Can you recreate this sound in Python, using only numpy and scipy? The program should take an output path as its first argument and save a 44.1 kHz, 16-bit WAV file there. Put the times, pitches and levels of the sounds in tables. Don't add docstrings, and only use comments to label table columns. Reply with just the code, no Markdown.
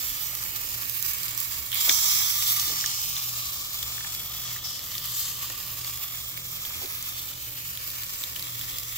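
import sys
import numpy as np
from scipy import signal
from scipy.fft import rfft, irfft, next_fast_len
from scipy.io import wavfile
from scipy.ndimage import uniform_filter1d

SR = 44100
rng = np.random.default_rng(int(sys.argv[2]) if len(sys.argv) > 2 else 0)


def gain_from_decibels(decibels):
    exponent = np.asarray(decibels, float) / 20
    return 10 ** exponent


def wav_out(sig):
    wavfile.write(sys.argv[1], SR, np.round(np.clip(np.atleast_2d(sig).T, -1, 1) * 32767).astype(np.int16))


N = 395577
TIME = np.arange(N) / SR
TOP_HZ = 15720
FOIL_DECAY_S, FOIL_DB = .004, -14

# [low f/Hz, high f/Hz, crackle share/1, port likeness/1, left minus right/dB]
BUBBLE_SIZES = [(680, 1436, 0.42, 0.89, 3.5), (1360, 2650, 0.78, 0.91, 2.4), (2740, 4270, 0.47, 1, 0),
                (4576, 8920, 0.74, 0.88, 2.1), (8720, 15800, 0.66, 1, 2.5)]
# [simmer level/dB, share of simmer swing/1, flare level/dB, relative flare decay rate/1]
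BUBBLE_BOILING = [(-57, 1.08, -46, 0.79), (-52, 1.1, -45, 0.97), (-49.5, 0.23, -38.5, 0.86),
                  (-45, 0.98, -32.5, 0.96), (-39.5, 0.63, -28.5, 1.32)]
# [t/s, level over resting simmer/dB]
SIMMER_SWING = [(0, 4.5), (.3, 4), (.83, 3.5), (1.04, 4.5), (1.35, 5), (1.68, 2.5), (3.6, -5.3),
                (4.56, 0.5), (4.612, -9), (4.645, -3.5), (4.92, -1.5), (5.9, 0.5), (6.35, -2.3),
                (6.85, 2.5), (7.18, 1), (7.5, -0.1), (8.28, 1.3), (8.97, 0)]
# [t/s, rise/s, peak level/dB, decay/(dB/s), extra level per finer size/dB]
FAT_FLARES = [
    (1.715, 0.057, -0.4, 4.5, 0.16),
    (1.83, 0.15, 1.5, 38, 0),
    (2.3, 0.18, -2.5, 34, 0.5),
    (4.97, 0.071, -11.5, 34, 0.6),
    (5.03, .17, -8, 51, 2.5),
]
# [t/s, left minus right/dB]
HAND_TURN = [(0.0, -12), (1.05, -13), (3.12, -6), (4.89, -5), (5.2, -3.5), (5.62, -8.5), (6.57, -7),
             (8.97, -5.5)]
# [f/Hz, level/dB]
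FRYING_TINT = [(600, -14), (1000, -13), (1500, -13.5), (2000, -5), (3000, -3), (4500, -3), (6000, -4.5),
               (7400, -3), (8300, -11), (10000, -9.5), (11500, -4.5), (13000, 1.3), (14500, 4),
               (16000, 3.3)]
# [f/Hz, width/Hz, level/dB]
PAN_HOLLOWS = [(1173, 103, 8.5), (1754, 77, -1), (2240, 10, 3), (3380, 510, 5), (7300, 1800, -33)]

# [f/Hz, level/dB]
HOOD_AIR = [(12, -39), (20, -5), (69, -7), (114, -1), (140, -10.5), (205, -17), (273, -12), (369, -18.5),
            (604, -10), (676, -21.5), (900, -32), (1170, -43), (1980, -120)]
# [f/Hz, likeness/1]
HOOD_COHERENCE = [(40, 0.74), (160, 1), (300, 0.6), (1400, 0.4)]
# [f/Hz, left minus right/dB]
HOOD_BALANCE = [(60, -1.5), (200, -2.5), (380, -10), (700, 4)]
# [f/Hz, rms level/dB, width/Hz]
HOOD_TONES = [(66.6, -57, 10), (119.54, -60, 7), (159.7, -60.5, 6.9), (307, -71, 5.7)]

# [t/s, peak level/dB, f/Hz, left minus right/dB]
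AIR_BUMPS = [(.08, -45, 45.2, 2), (1.57, -41, 73.6, 0), (1.892, -36, 291, -4), (2.67, -41, 335, -7),
             (2.72, -42.5, 312, -19), (6.1, -51, 39.4, -2), (6.75, -41, 88, -6), (7.21, -74, 50.4, 3),
             (7.865, -44, 81, -.3), (8.2, -53, 30.6, -4), (8.59, -42, 59, -4), (8.88, -53, 33.6, 3)]
# [t/s, peak level/dB, f/Hz, left minus right/dB]
FAT_PLOPS = [(1.8753, -35, 1160, 0), (1.893, -31, 1890, -8), (1.9061, -29, 1140, 13),
             (2.423, -30, 2300, -12), (3.9787, -31.5, 1830, 4), (4.0053, -30, 1780, -2),
             (4.0446, -28.5, 1740, 2), (5.5006, -28, 1850, -3.0), (5.8461, -32, 2070, -6),
             (6.7027, -35, 1170, 5), (7.313, -39.5, 1250, -4)]
# [t/s, peak level/dB, f/Hz, left minus right/dB]
DULL_DRIPS = [
    (.327, -48, 730, 17),
    (1.874, -34, 686, 14),
    (1.892, -42.5, 410, -17),
    (2.695, -42, 460, -11),
    (4.042, -43, 810, -7),
    (5.497, -39.5, 523, -6),
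    (6.813, -39.5, 580, -7),
    (6.831, -36.5, 383, -7),
]

# [t/s, tick level/dB]
SMALL_SPATTER = [(.9662, -32), (.18, -33), (.197, -31), (.234, -41), (.5062, -31), (.706, -37), (.832, -25),
                 (0.854, -28), (1.282, -22.5), (1.5708, -36), (1.663, -26), (4.149, -22), (4.2713, -27),
                 (4.8593, -32), (4.952, -21.5), (4.792, -27), (5.6005, -34), (6.225, -33), (6.6508, -24),
                 (6.8588, -26), (7.902, -25.5), (7.199, -36), (7.7465, -37), (8.0337, -24.5), (8.3475, -33),
                 (8.362, -22), (8.425, -20.5), (8.3948, -21), (8.612, -23), (8.832, -28)]
# [t/s, ring f/Hz, ring level/dB, tick level/dB]
BIG_SPITS = [(.3511, 6160, -27, -18), (.4375, 6280, -37, -14.5), (.5615, 7000, -28, -24),
             (.896, 5730, -27.5, -18), (1.0256, 6730, -22.5, -15), (1.1338, 6790, -31, -19),
             (1.2326, 4550, -26, -20), (1.3487, 7440, -26, -27), (1.3766, 5670, -24.5, -17),
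             (1.4016, 6720, -27, -14), (1.7175, 3380, -27, -23), (1.7288, 3240, -27, -22),
             (1.7437, 3500, -31, -13), (2.4244, 5560, -24, -26), (2.597, 5750, -19, -34),
             (2.7596, 5400, -26, -27), (2.8103, 5350, -22, -34), (2.8412, 1780, -28, -30),
             (2.861, 6400, -17, -22), (3.166, 3670, -24, -27), (3.8282, 3450, -27.5, -19),
             (4.562, 1870, -35, -26), (4.9806, 5070, -24, -31), (5.4995, 7100, -28, -34),
             (5.8458, 4600, -28, -28), (6.3747, 2240, -34.5, -22), (7.0256, 6880, -29, -21),
             (7.7738, 3400, -30.5, -20), (8.2375, 3700, -26.5, -18), (8.7844, 5000, -27, -21)]
# [t/s, ring f/Hz, ring level/dB, tick level/dB]
RIM_POP = (1.894, 3470, -9, -33)
# [t/s, length/s, f/Hz, level/dB, left minus right/dB]
STEAM_JETS = [
    (1.716, 0.14, 3380, -32.5, -3),
    (1.727, 0.079, 2220, -39, -8),
    (1.88, 0.49, 5800, -31.5, -15),
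    (2.595, 0.85, 5500, -37.5, -7),
    (4.635, 0.15, 5270, -36.5, 2),
    (4.994, 0.17, 3300, -42, -6),
    (4.998, 0.19, 4870, -41.5, -1),
    (5.124, 0.17, 7300, -42, 13),
    (8.183, 0.058, 7400, -38.5, -2),
]


def unit(x):
    return x / np.sqrt(np.mean(x ** 2))


def peak(x):
    return x / np.abs(x).max()


def along(table, hz):
    f, value = np.transpose(table)
    return np.interp(np.log(hz + 1), np.log(f), value)


def at_time(table):
    return np.interp(TIME, *np.transpose(table))


def colour(x, gain):
    size = next_fast_len(N)
    spectrum = rfft(x, size) * gain(np.fft.rfftfreq(size, 1 / SR))
    return irfft(spectrum, size)[..., :N]


def band(x, low_hz, high_hz):
    return signal.sosfilt(signal.butter(4, [low_hz, high_hz], "band", fs=SR, output="sos"), x)


def ring(x, hz, width_hz):
    return signal.lfilter(*signal.iirpeak(hz, hz / width_hz, SR), x)


def walk(rate):
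    held = rng.standard_normal(4000)[(TIME * rate).astype(int)]
    return unit(uniform_filter1d(held, int(SR / rate)))


def pair(pan_db):
    return gain_from_decibels(np.array([pan_db, -pan_db]) / 2)


def late(x, lag):
    return x[np.clip(np.arange(N) - np.round(lag).astype(int), 0, N - 1)]


def add(out, s, sound):
    start = int(s * SR)
    out[:, start:start + sound.shape[1]] += sound[:, :N - start]


def echoes(x, db):
    t = TIME[:1500]
    spray = rng.standard_normal((2, len(t))) * np.exp(-t / FOIL_DECAY_S) * (t > .0004)
    return gain_from_decibels(db) / 4 * signal.oaconvolve(x, spray, axes=1)[:, :N]


def foil(x):
    return x + echoes(x, FOIL_DB)


def pan_colour(x):
    x = x + sum(gain_from_decibels(db) * ring(x, hz, width_hz) for hz, width_hz, db in PAN_HOLLOWS)
    return colour(x, lambda hz: gain_from_decibels(along(FRYING_TINT, hz)))


def boiling():
    swing, levels = at_time(SIMMER_SWING), []
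    for step, (simmer_db, follow, flare_db, haste) in enumerate(BUBBLE_BOILING):
        power = gain_from_decibels(simmer_db + follow * swing) ** 2
        for s, rise_s, db, fall, finer_db in FAT_FLARES:
            onset = np.clip((TIME - s) / rise_s, 0, 1)
            after_s = np.maximum(TIME - s - rise_s, 0)
            level_db = flare_db + db + finer_db * (step - 2) - haste * fall * after_s
            power = power + (onset * gain_from_decibels(level_db)) ** 2
        levels.append(10 * np.log10(power))
    return levels


def crackle(spread_db, cap):
    bubbles, port_lag_s = 40000, .0003
    when, size, lag, side, push = rng.random((bubbles, 5)).T
    size = gain_from_decibels(spread_db * np.minimum(-np.log(1 - size), cap)) * np.sign(push - .5)
    out = np.empty((2, N))
    for port, sign in enumerate((1, -1)):
        at = when * N + sign * (lag - .5) * port_lag_s * SR
        at = np.clip(at, 0, N - 1).astype(int)
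        out[port] = np.bincount(at, size * gain_from_decibels(sign * 7.7 * (side - .5)), N)
    turn = 1.7 * TIME
    return unit(out + np.cos(turn) * echoes(out, FOIL_DB) + np.sin(turn) * echoes(out, FOIL_DB))


def shared_hiss():
    steam, drift = rng.standard_normal(N), 2.8 * TIME + .4 * walk(1.2)
    both = np.array([steam, late(steam, 11 + 12 * np.sin(.32 * drift))])
    echo_db = -9
    return unit(both + np.cos(drift) * echoes(both, echo_db) + np.sin(drift) * echoes(both, echo_db))


def sizzle():
    levels, mist_pan_db = boiling(), at_time(HAND_TURN)
    bursts = pan_colour(crackle(spread_db=2.5, cap=6.2))
    shared = pan_colour(shared_hiss())
    spread = pan_colour(rng.standard_normal((2, N)))
    sputter_db = 0.28 * walk(8.8) + 0.91 * walk(45) + 0.8 * walk(150)
    out = 0
    for db, (low_hz, high_hz, share, like, lean_db) in zip(levels, BUBBLE_SIZES):
        flare_db = np.maximum(db - np.median(db), 0)
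        share = np.clip(share * gain_from_decibels(-.7 * flare_db), 0, 1)
        like = np.clip(like, 0, 1)
        hiss = like * shared + np.sqrt(1 - like ** 2) * spread
        boil = band(share * bursts + np.sqrt(1 - share ** 2) * hiss, low_hz, high_hz)
        dull = signal.lfilter(*signal.butter(2, np.sqrt(low_hz * high_hz), fs=SR), boil)
        boil = dull * gain_from_decibels(1.0 * walk(20)) + (boil - dull) * gain_from_decibels(0.8 * walk(18))
        side_db = mist_pan_db * (1 if high_hz > TOP_HZ else .15)
        out = out + unit(boil * gain_from_decibels(sputter_db)) * gain_from_decibels(db + 3.0) * pair(side_db + lean_db)
    return out


def hood():
    left, other = rng.standard_normal((2, N))

    def like(hz):
        return np.clip(along(HOOD_COHERENCE, hz), 0, 1)

    right = colour(late(left, 30), like) + colour(other, lambda hz: np.sqrt(1 - like(hz) ** 2))
    air = colour(np.array([left, right]), lambda hz: gain_from_decibels(along(HOOD_AIR, hz)) * pair(along(HOOD_BALANCE, hz)))
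    air = unit(air) * gain_from_decibels(-52.5) * gain_from_decibels(1.2 * walk(7))
    tones = 0
    for hz, db, width_hz in HOOD_TONES:
        tone = ring(ring(rng.standard_normal(N), hz, width_hz), hz, width_hz)
        tones = tones + gain_from_decibels(db) * unit(tone)
    mains_hz, mains_db = 119.3, -51
    mains = gain_from_decibels(mains_db) * np.sin(2 * np.pi * mains_hz * TIME + 0.68 * walk(3.1))
    return air + tones + mains


def thuds(table, turns):
    out, t = np.zeros((2, N)), TIME[:9000]
    for s, db, hz, pan_db in table:
        cycles = t * hz / turns
        shape = cycles * np.exp(1 - cycles)
        blur = unit(ring(rng.standard_normal((2, len(t))), hz, 0.6 * hz))
        knock = shape * (0.28 * np.sin(2 * np.pi * hz * t) + 0.45 * blur)
        add(out, s, gain_from_decibels(db) * pair(pan_db)[:, None] * knock)
    return out


def spits():
    out, t = np.zeros((2, N)), TIME[:1800]
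    pitch = rng.uniform(2930, 5500, len(SMALL_SPATTER))
    small = [(s, hz, db - 7.5, db) for (s, db), hz in zip(SMALL_SPATTER, pitch)]
    drops = list(BIG_SPITS) + small
    scatter_db, pop_pan_db = 3, 21
    pans = [np.interp(s, *np.transpose(HAND_TURN)) + scatter_db * rng.standard_normal() for s, *_ in drops]
    burst = np.clip(t / .0004, 0, 1) * (np.exp(-t / .0006) + .07 * np.exp(-t / .009))
    for (s, hz, ring_db, tick_db), pan_db in zip(drops + [RIM_POP], pans + [pop_pan_db]):
        spray = rng.standard_normal((2, 2, len(t)))
        tick = peak(band(spray[0] * burst, 11900, 21400)) * pair(0.98 * pan_db + 1.0)[:, None]
        cycles = t * hz / 1.8
        pocket = np.sin(2 * np.pi * hz * t) * cycles * np.exp(1 - cycles)
        puff = peak(band(spray[1] * burst, hz / 2.21, min(1.93 * hz, 9500)))
        body = (0.49 * pocket + 0.74 * puff) * pair(0.085 * pan_db)[:, None]
        add(out, s, gain_from_decibels(tick_db + 7.0) * tick + gain_from_decibels(ring_db + 8.5) * body)
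    return foil(out)


def jets():
    out, t = np.zeros((2, N)), TIME[:30000]
    for s, length_s, hz, db, pan_db in STEAM_JETS:
        width_hz = 0.23 * hz
        air = ring(ring(rng.standard_normal((2, len(t))), hz, width_hz), hz, width_hz)
        flutter = gain_from_decibels(1.6 * walk(31)[:len(t)])
        shape = np.clip(t / .012, 0, 1) * np.exp(-(t / length_s) ** 2.0) * flutter
        add(out, s, gain_from_decibels(db) * pair(pan_db)[:, None] * unit(air) * shape)
    return out


def scene():
    bumps = thuds(AIR_BUMPS, turns=1.9)
    plops = foil(thuds(FAT_PLOPS + DULL_DRIPS, turns=4.2))
    return sizzle() + hood() + bumps + spits() + plops + jets()


def top_cut(x):
    return signal.sosfilt(signal.butter(12, 16940, fs=SR, output="sos"), x)


def record(dry):
    rounded = np.tanh(.7 * dry) / .7
    low_pass = signal.ellip(10, .3, 70, TOP_HZ, fs=SR, output="sos")
    mix = signal.sosfilt(low_pass, rounded)
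    return top_cut(mix)


dry = scene()
out = record(dry)
wav_out(out)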